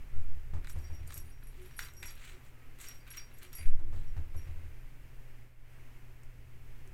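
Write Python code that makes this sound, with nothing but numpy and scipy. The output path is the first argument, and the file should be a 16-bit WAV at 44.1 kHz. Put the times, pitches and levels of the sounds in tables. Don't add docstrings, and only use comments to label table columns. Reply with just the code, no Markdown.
import sys
import numpy as np
from scipy import signal
from scipy.fft import rfft, irfft, next_fast_len
from scipy.io import wavfile
from scipy.ndimage import map_coordinates

SR = 44100
rng = np.random.default_rng(int(sys.argv[2]) if len(sys.argv) > 2 else 0)


def ratio_of_db(decibels):
    return 10 ** (np.asarray(decibels, float) / 20)


def materialize(psi):
    bounded = np.clip(np.atleast_2d(psi).T, -1, 1)
    quanta = np.round(bounded * 32767).astype(np.int16)
    wavfile.write(sys.argv[1], SR, quanta)


N = 305613


def unit(x):
    return x / np.sqrt(np.mean(x ** 2) + 1e-20)


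def along(points, hz):
    f, v = np.transpose(points)
    return np.interp(np.log(hz + 1), np.log(f + 1), v)


def curve(points):
    s, value = np.transpose(points)
    return np.interp(np.arange(N) / SR, s, value)


def wobble(rate):
    knots = rng.standard_normal(int(N * rate / SR) + 4)
    return map_coordinates(knots, [np.arange(N) * rate / SR])


def filtered(x, response):
    m = next_fast_len(len(x) + SR // 2)
    return irfft(rfft(x, m) * response(np.fft.rfftfreq(m, 1 / SR)), m)[:len(x)]


def coloured(x, spectrum):
    return unit(filtered(x, lambda hz: ratio_of_db(along(spectrum, hz))))


def resonances(modes):
    def response(f):
        total = 0
        for k, (centre, width, db) in enumerate(modes):
            damping = 1j * f * width
            total = total + (-1) ** k * ratio_of_db(db) * damping / (centre * centre - f * f + damping)
        return total
    return response


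def bursts(times, levels_db, t60, spiky_db, first_db=-40):
    out, t = np.zeros(N + SR), np.arange(SR // 4) / SR
    for s, db in zip(times, levels_db):
        spikes = ratio_of_db(spiky_db * np.clip(rng.standard_normal(len(t)), -2.5, 2.5))
        contacts = unit(spikes * rng.standard_normal(len(t)))
        first = round(s * SR)
        out[first:][:len(t)] += ratio_of_db(db - 60 * t / t60) * contacts
        out[first] += ratio_of_db(db + first_db)
    return out[:N]


def grainy(spiky_db, lumpy_db, rate):
    size = np.clip(rng.standard_normal(N), -2.5, 2.5)
    return ratio_of_db(spiky_db * size + lumpy_db * wobble(rate)) * rng.standard_normal(N)


def struck(modes, t):
    out = np.zeros(len(t))
    for hz, db, t60 in modes:
        size = ratio_of_db(db + rng.normal(0, 0.85) - 60 * t / t60)
        out += size * np.sin(2 * np.pi * hz * rng.normal(1, 0.021) * t)
    return out


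def strokes(s, length, peak_at, gains):
    rise_bend, fall_bend = 0.97, 1.37
    out = np.zeros(N)
    for start, span, top, gain in zip(s, length, np.clip(peak_at, .02, .95), gains):
        part = np.arange(round(span * SR)) / (span * SR)
        shape = np.where(part < top, (part / top) ** rise_bend, ((1 - part) / (1 - top)) ** fall_bend)
        out[round(start * SR):][:len(part)] += (gain * shape) ** 2
    return np.sqrt(out)


# frequency_hz, relative level_db per Hz
ROOM_TONE = [(100, -10.5), (160, -3.5), (205, -6.5), (255, 0.5), (300, -6), (365, -3.5), (450, -7.5),
             (700, -11), (1200, -13), (2100, -9), (2700, -13), (3700, -23), (8000, -25), (11700, -26),
             (13800, -22), (15600, -26.5), (16200, -38)]
RUMBLE_COLOUR = [(3, 1.35), (20, -4), (35, -14), (52, -22), (78, -16.5), (100, -35), (138, -24),
                 (175, -42.5), (230, -96)]
# time_s, rms level_db
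RUMBLE_LEVEL = [(0, -39.5), (.5, -36), (1.3, -42), (2.5, -46), (3.6, -46), (3.75, -31.5), (4.8, -43),
                (5.4, -46.5), (6.3, -46), (6.93, -42.5)]
HUM_LEVEL = [(0, -63), (3.5, -63.3), (4.8, -59.5), (6.93, -57.8)]
# start_s, length_s, depth_db
DIPS = [(3.608, 0.43, 3.5), (5.408, 0.31, 6.5)]


def background():
    t = np.arange(N) / SR
    dip_db = np.zeros(N)
    for s, length, depth_db in DIPS:
        part = np.clip((t - s) / length, 0, 1)
        dip_db += depth_db * (1 - np.abs(2 * part - 1))
    hiss = ratio_of_db(-63.5 + 0.7 * wobble(5.1)) * coloured(rng.standard_normal(N), ROOM_TONE)
    rumble = ratio_of_db(curve(RUMBLE_LEVEL)) * coloured(rng.standard_normal(N), RUMBLE_COLOUR)
    hum = ratio_of_db(curve(HUM_LEVEL)) * np.sqrt(2) * np.sin(2 * np.pi * 119.6 * t)
    return ratio_of_db(-dip_db) * (hiss + rumble + hum)


# start_s, length_s, pitch_hz, relative level_db
HOOTS = [(0.11, 0.15, 1367, -66), (1.576, 0.11, 367.4, -49.5), (1.998, 0.063, 365, -57.5),
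         (2.316, 0.072, 365, -56), (2.393, .1, 1176, -68), (2.55, 0.15, 1280, -66.5),
         (3.41, 0.11, 364, -58), (6.063, .06, 376, -61), (6.843, 0.062, 381, -58)]


def hoots():
    t = np.arange(N) / SR
    out = np.zeros(N)
    for s, length, hz, db in HOOTS:
        part = np.clip((t - s) / length, 0, 1)
        swell = np.sqrt(np.abs(np.sin(np.pi * part)))
        out += ratio_of_db(db - 4.5) * swell * np.sin(2 * np.pi * hz * t)
    return out


# start_s, length_s, relative level_db, haste (0-1, 1 = even)
SHOVES = [(.128, .27, -19.5, .75), (3.655, .115, -11, .95)]
# start_s, pitch_hz, level_db, t60_s
SWAY = (3.765, 10.3, -20, 1.6)


def shoves():
    t = np.arange(N) / SR
    out = np.zeros(N)
    for s, length, db, haste in SHOVES:
        part = np.clip((t - s) / length, 0, 1) ** haste
        soft_ends = np.abs(np.sin(np.pi * part)) ** .3
        out -= ratio_of_db(db) * np.sin(2 * np.pi * part) * soft_ends
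    s, hz, db, t60 = SWAY
    age = np.maximum(t - s, 0)
    return out - ratio_of_db(db - 60 * age / t60) * np.sin(2 * np.pi * hz * age)


# thump_s, then the start_s of each landing
BOUNCES = [(.535, .757, .899, .993, 1.077, 1.158, 1.218), (3.928, 4.166, 4.345, 4.469, 4.559, 4.633, 4.683)]


def landings():
    rows = []
    for times in BOUNCES:
        halvings_db = 6.5 * np.log2(np.diff(times) / .2)
        boom_db = -30.5 + halvings_db
        rows += zip(times[1:], boom_db, boom_db - 29, boom_db - 24)
    return rows


# start_s, then relative boom_db, puff_db, knock_db
THUMPS = [(.135, -42.5, -68, -61), (0.162, -35.5, -69, -61), (.242, -41.5, -77, -64),
          (.535, -28.5, -55, -53), (1.795, -56, -64.5, -72), (2.027, -46.5, -66.5, -59.5),
          (3.585, -38, -65, -59), (3.665, -35, -70, -66), (3.792, -45, -63.5, -50), (3.861, -40, -82, -54),
          (3.928, -32.5, -58, -56.5)]
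# pitch_hz, relative level_db, t60_s
BOARDS = [(78.4, 5.5, 0.27), (85.3, 0, 0.32), (57.8, -11, 0.42), (39.8, 2.5, 0.18), (131, -12, 0.17)]
PANEL = [(252.9, 2.5, 0.28), (296.5, 3, 0.203), (347, -2.5, 0.47)]
# frequency_hz, relative level_db
PUFF = [(120, 10.5), (250, -2), (600, -3.5), (1500, -10.5), (3000, -22), (9000, -29.5), (16000, -44)]


def thumps():
    out, t = np.zeros(N + SR), np.arange(SR) / SR
    push = ratio_of_db(7.5) * (t / 0.031) * (1 - t / 0.077) * np.exp(1 - t / 0.028)
    soft = 1 - np.exp(-t / 0.034)
    rows = THUMPS + landings()
    for s, boom_db, _, knock_db in rows:
        boom = ratio_of_db(boom_db - 1.5) * (struck(BOARDS, t) * soft + push)
        knock = ratio_of_db(knock_db - 0.5) * struck(PANEL, t) * soft
        out[round(s * SR):][:len(t)] -= boom + knock
    s, _, puff_db, _ = np.transpose(rows)
    air = bursts(s, puff_db + 19.5, t60=0.34, spiky_db=5.0)
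    return out[:N] + filtered(air, lambda hz: ratio_of_db(along(PUFF, hz)))


# start_s, length_s, relative peak level_db, place of the peak (0-1), hollowness (0-1)
SLIDES = [(.52, 0.16, -72, 0.4, 0.8), (0.614, 0.2, -62, 0.4, 0.4), (.72, 0.58, -66, .3, 0.54),
          (1.077, 0.077, -57, 0.7, 0.1), (1.15, 0.059, -61.5, .4, 0.4), (1.2, 0.16, -66.5, 0.6, 0.5),
          (1.4, 0.53, -65.5, 0.5, 0.2), (1.779, .15, -51, 0.13, 0.15), (2.023, 0.033, -47.5, 0.27, 0.9),
          (2.045, 0.25, -55.5, 0, .05), (2.125, .28, -54.5, 0.5, 0.24), (2.43, .1, -66, 0.1, .05),
          (2.56, 0.1, -71, 0.7, 0.8), (2.778, .22, -52, 0.22, 0.21), (3.046, 0.25, -57.5, 0.24, 0.26),
          (3.12, 0.13, -53, 0.36, 0.33), (3.24, .27, -68.5, 0.26, .3), (3.406, 0.1, -57, 0.23, .05),
          (3.52, 0.046, -54.5, 0.34, .05), (3.558, 0.16, -54, 0.34, 0.78), (3.897, 0.25, -67, 0.26, 0),
          (4.15, 0.086, -67.5, 0.4, 0.5), (4.25, 0.79, -67, 0.23, 0.63)]
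# frequency_hz, relative level_db per Hz
SCRAPE = [(500, -32), (900, -12), (1200, 2.5), (2200, 1.7), (3200, 1), (4300, -1.5), (5200, -12),
          (7000, -13)]
HOLLOW = [(1300, -29), (1900, -7.5), (2300, -3), (2800, -13.5), (4000, -36)]


def slides():
    start, length, scrape_db, peak_at, hollow = np.transpose(SLIDES)
    hollow = np.clip(hollow, 0, 1)
    rasp = grainy(spiky_db=9, lumpy_db=3.3, rate=140)
    light = strokes(start, length, peak_at, ratio_of_db(scrape_db) * (1 - hollow)) * coloured(rasp, SCRAPE)
    pressed = strokes(start, length, peak_at, ratio_of_db(scrape_db) * hollow) * coloured(rasp, HOLLOW)
    return light + pressed


# start_s, length_s, ribbon rustle peak level_db, place of the peak (0-1),
# rolling pellet peak level_db (both levels relative)
SHAKES = [(0.537, 0.064, -74, 0.2, -83), (0.673, 0.072, -59.5, 0.4, -56.5), (.74, 0.42, -75, 0.14, -73),
          (1.064, .03, -64, .45, -66), (1.107, 0.044, -62, .8, -60), (1.14, 0.081, -60, 0.4, -53),
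          (1.2, 0.27, -77, .1, -71), (1.4, 0.57, -76, 0.53, -75), (1.78, 0.15, -58, 0.19, -56),
          (1.883, 0.18, -71, 0.86, -67), (2.022, 0.058, -60, .15, -62), (2.04, 0.15, -59.5, 0.13, -65),
          (2.17, 0.25, -63, 0.37, -83), (2.42, 0.11, -72, .4, -75), (2.79, 0.098, -54, 0.23, -60),
          (2.822, 0.25, -64, 0.06, -62), (3.07, 0.12, -64, 0.9, -75), (3.162, 0.14, -65, 0, -64),
          (3.36, .05, -68, .6, -69), (3.415, 0.13, -67, 0.07, -69), (3.51, 0.22, -66, 0.22, -62.5),
          (3.918, .2, -74, 0.1, -86), (4.3, 0.44, -78, 0.2, -75)]
# frequency_hz, relative level_db per Hz
RUSTLE = [(3000, -58), (5300, -16.5), (6800, -6.5), (8200, -4.5), (9500, -14), (11500, -25), (16000, -31)]
ROLL = [(7000, -10), (10000, -4.5), (12000, -1.5), (13800, 0), (15800, -12), (17000, -31)]


def wand():
    start, length, rustle_db, peak_at, roll_db = np.transpose(SHAKES)
    rolling = strokes(start, length, peak_at, ratio_of_db(roll_db))
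    ribbons = coloured(grainy(spiky_db=5, lumpy_db=2.5, rate=120), RUSTLE)
    rustle = strokes(start, length, peak_at, ratio_of_db(rustle_db)) * ribbons
    roll = rolling * coloured(grainy(spiky_db=7, lumpy_db=3, rate=150), ROLL)
    return rustle + roll + bell(rolling)


# start_s, relative level_db, brightness_db (strands over body)
KNOCKS = [(0.6457, -35, -13), (0.6713, -32, -12), (0.6973, -37.5, -4), (1.093, -43, -11),
          (1.1055, -34.5, -10), (1.1229, -35, -6), (1.427, -41.5, -25), (1.7103, -43, -15),
          (1.7912, -21, -9.5), (1.8854, -35, -14), (2.0283, -27, -8.5), (2.038, -35, -16), (2.055, -36, -9),
          (2.2192, -42.5, -19), (2.7869, -42, -14), (2.8, -50, -3), (3.0672, -44, -17), (3.533, -57, -4)]
# frequency_hz, width_hz, relative level_db
RATTAN = [(1210, 1030, 6), (2070, 1680, 4), (3140, 820, -3.5), (4010, 490, -5.5)]
STRANDS = [(6300, 1700, -11), (8840, 860, -7.5), (12800, 2400, -17)]


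def knocks():
    s, db, bright_db = np.transpose(KNOCKS)

    def body_response(hz):
        no_bass = (1j * hz / (1000 + 1j * hz)) ** 3
        return resonances(RATTAN)(hz) * no_bass

    body = filtered(bursts(s, db + 0.5, t60=0.02, spiky_db=6, first_db=-15), body_response)
    thin = bursts(s, db + bright_db + 2.5, t60=0.019, spiky_db=0, first_db=21.5)
    return body + filtered(thin, resonances(STRANDS))


# pitch_hz, relative level_db, t60_s
BELL = [
    [(11304, 1.5, .11)],
    [(9624, -6.5, .2), (9770, -7, .2), (9076, -12, .15)],
    [(5630, 1, .21)],
    [(4734, -5.5, .22), (4839, -7.5, .22)],
]
SWEET_SPOTS = [0, 90, 270, 180]


def ringing(s, ring_db, spot):
    spot_db = 12
    t = np.arange(N) / SR
    last = np.maximum(np.searchsorted(s, t) - 1, 0)
    age = np.where(t > s[0], t - s[last], 9)
    onset = 1 - np.exp(-age / .0012)
    ring = np.zeros(N)
    for family, best in zip(BELL, SWEET_SPOTS):
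        strength_db = ring_db - spot_db * (1 - np.cos(np.radians(spot - best)))
        for hz, db, t60 in family:
            share_db = (len(family) > 1) * 2.5 * rng.standard_normal(len(s))
            phase = rng.uniform(0, 2 * np.pi, len(s))
            touch_db, turn = 2.6 * wobble(130), .8 * wobble(60)
            size = ratio_of_db(strength_db[last] + db + share_db[last] - 60 * age / t60 + touch_db)
            ring += size * onset * np.sin(2 * np.pi * hz * t + turn + phase[last])
    return ring


# start_s, relative tick_db, relative ring_db, spot_degrees on the shell
STRIKES = [(.6779, -53, -70, 60), (.6958, -62, -54, 330), (.7185, -49, -56, 60), (.7612, -56, -63, 35),
           (.7881, -49, -70, 300), (.842, -53, -61.5, 240), (.9264, -66, -62, 270),
           (0.948, -52, -60.5, 287), (1.0758, -40, -54.5, 110), (1.1114, -53, -63, 150),
           (1.142, -31, -47.5, 25), (1.1778, -34, -60, 270), (1.1994, -48, -52, 27),
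           (1.2564, -64, -64, 100), (1.2974, -65, -61, 77), (1.3154, -68, -68, 250),
           (1.4336, -66, -58.5, 11), (1.47, -51, -54.5, 32), (1.501, -62, -63, 30), (1.6154, -60, -62, 35),
           (1.6574, -60, -58, 21), (1.7104, -62, -70, 260), (1.7649, -53, -51, 45), (1.779, -48, -46, 71),
           (1.7937, -36, -57, 66), (1.8257, -42, -52, 190), (1.8574, -54, -59, 310),
           (1.9363, -45, -70, 320), (1.9674, -53, -53, 320), (2.0018, -52, -55.5, 330),
           (2.0288, -50, -60, 45), (2.0414, -65, -57, 270), (2.056, -53, -47, 344),
           (2.0815, -47, -49.5, 223), (2.1044, -58, -51.5, 5), (2.154, -46, -64, 12),
           (2.788, -44.5, -65, 60), (2.8134, -40, -58, 33), (2.8314, -51, -59, 220),
           (2.8694, -54, -52, 260), (2.886, -35.5, -51, 306), (2.9422, -57, -60, 320),
           (3.0769, -47, -72, 60), (3.104, -42, -44.5, 370), (3.1294, -54, -61, 230),
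           (3.171, -36, -44.5, 286), (3.187, -58, -49, 233), (3.3384, -75, -60, 12), (3.3863, -44, -71, 12),
           (3.431, -39, -56.5, 49), (3.5302, -37, -53.5, 244), (3.551, -39, -42, 5),
           (3.583, -44, -45.5, 116), (3.6194, -63, -53, 44), (3.7044, -63, -70, 12), (4.07, -75, -72, 290),
           (4.3645, -53, -57, 40), (4.3754, -63, -56, 344), (4.4094, -67, -69, 270)]
# frequency_hz, gain_db
TICK = [(2000, -31), (5000, -14), (8000, 3), (11000, -9), (13500, 5), (16000, -22)]


def bell(roll):
    s, tick_db, ring_db, spot = np.transpose(STRIKES)
    count = round(25 * N / SR)
    at = np.sort(rng.integers(0, N, count))
    faint_db = 20 * np.log10(roll[at] + 1e-9) + 4 * rng.standard_normal(count)
    clear_ring = ringing(s, ring_db, spot)
    faint_ring = ringing(at / SR, faint_db + 4, rng.uniform(0, 360, count))
    heard = roll[at] > 0
    tick_s = np.append(s, at[heard] / SR)
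    all_tick_db = np.append(tick_db, faint_db[heard] + 6) - 3.0
    ticks = bursts(tick_s, all_tick_db, t60=0.016, spiky_db=5.5, first_db=4)
    return clear_ring + faint_ring + filtered(ticks, lambda hz: ratio_of_db(along(TICK, hz)))


# start_s, relative level_db
SNAPS = [(5.8554, -54), (6.234, -44), (6.8753, -44)]


def snaps():
    s, db = np.transpose(SNAPS)
    clicks = bursts(s, db + 0.5, t60=0.014, spiky_db=-4, first_db=17)
    return filtered(clicks, resonances(STRANDS))


# frequency_hz, t60_s
WALLS = [(200, 0.79), (2000, 0.28), (10000, 0.085)]


def walls(x):
    hz, t, z = signal.stft(rng.standard_normal(SR // 3), SR, nperseg=256)
    decay = ratio_of_db(-60 * t / along(WALLS, hz)[:, None])
    tail = signal.istft(z * decay, SR, nperseg=256)[1]
    late = np.pad(x, (200, 0))
    return signal.fftconvolve(late, tail / np.linalg.norm(tail))[:N]


def scene():
    toy = slides() + wand() + knocks() + snaps()
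    room = ratio_of_db(-9.5) * walls(toy)
    return (background() + hoots() + shoves() + thumps() + toy + room)[None]


def low_pass(x):
    return signal.sosfilt(signal.butter(12, 16430, fs=SR, output="sos"), x)


def record(dry):
    return low_pass(dry)


dry = scene()
out = record(dry)
materialize(out)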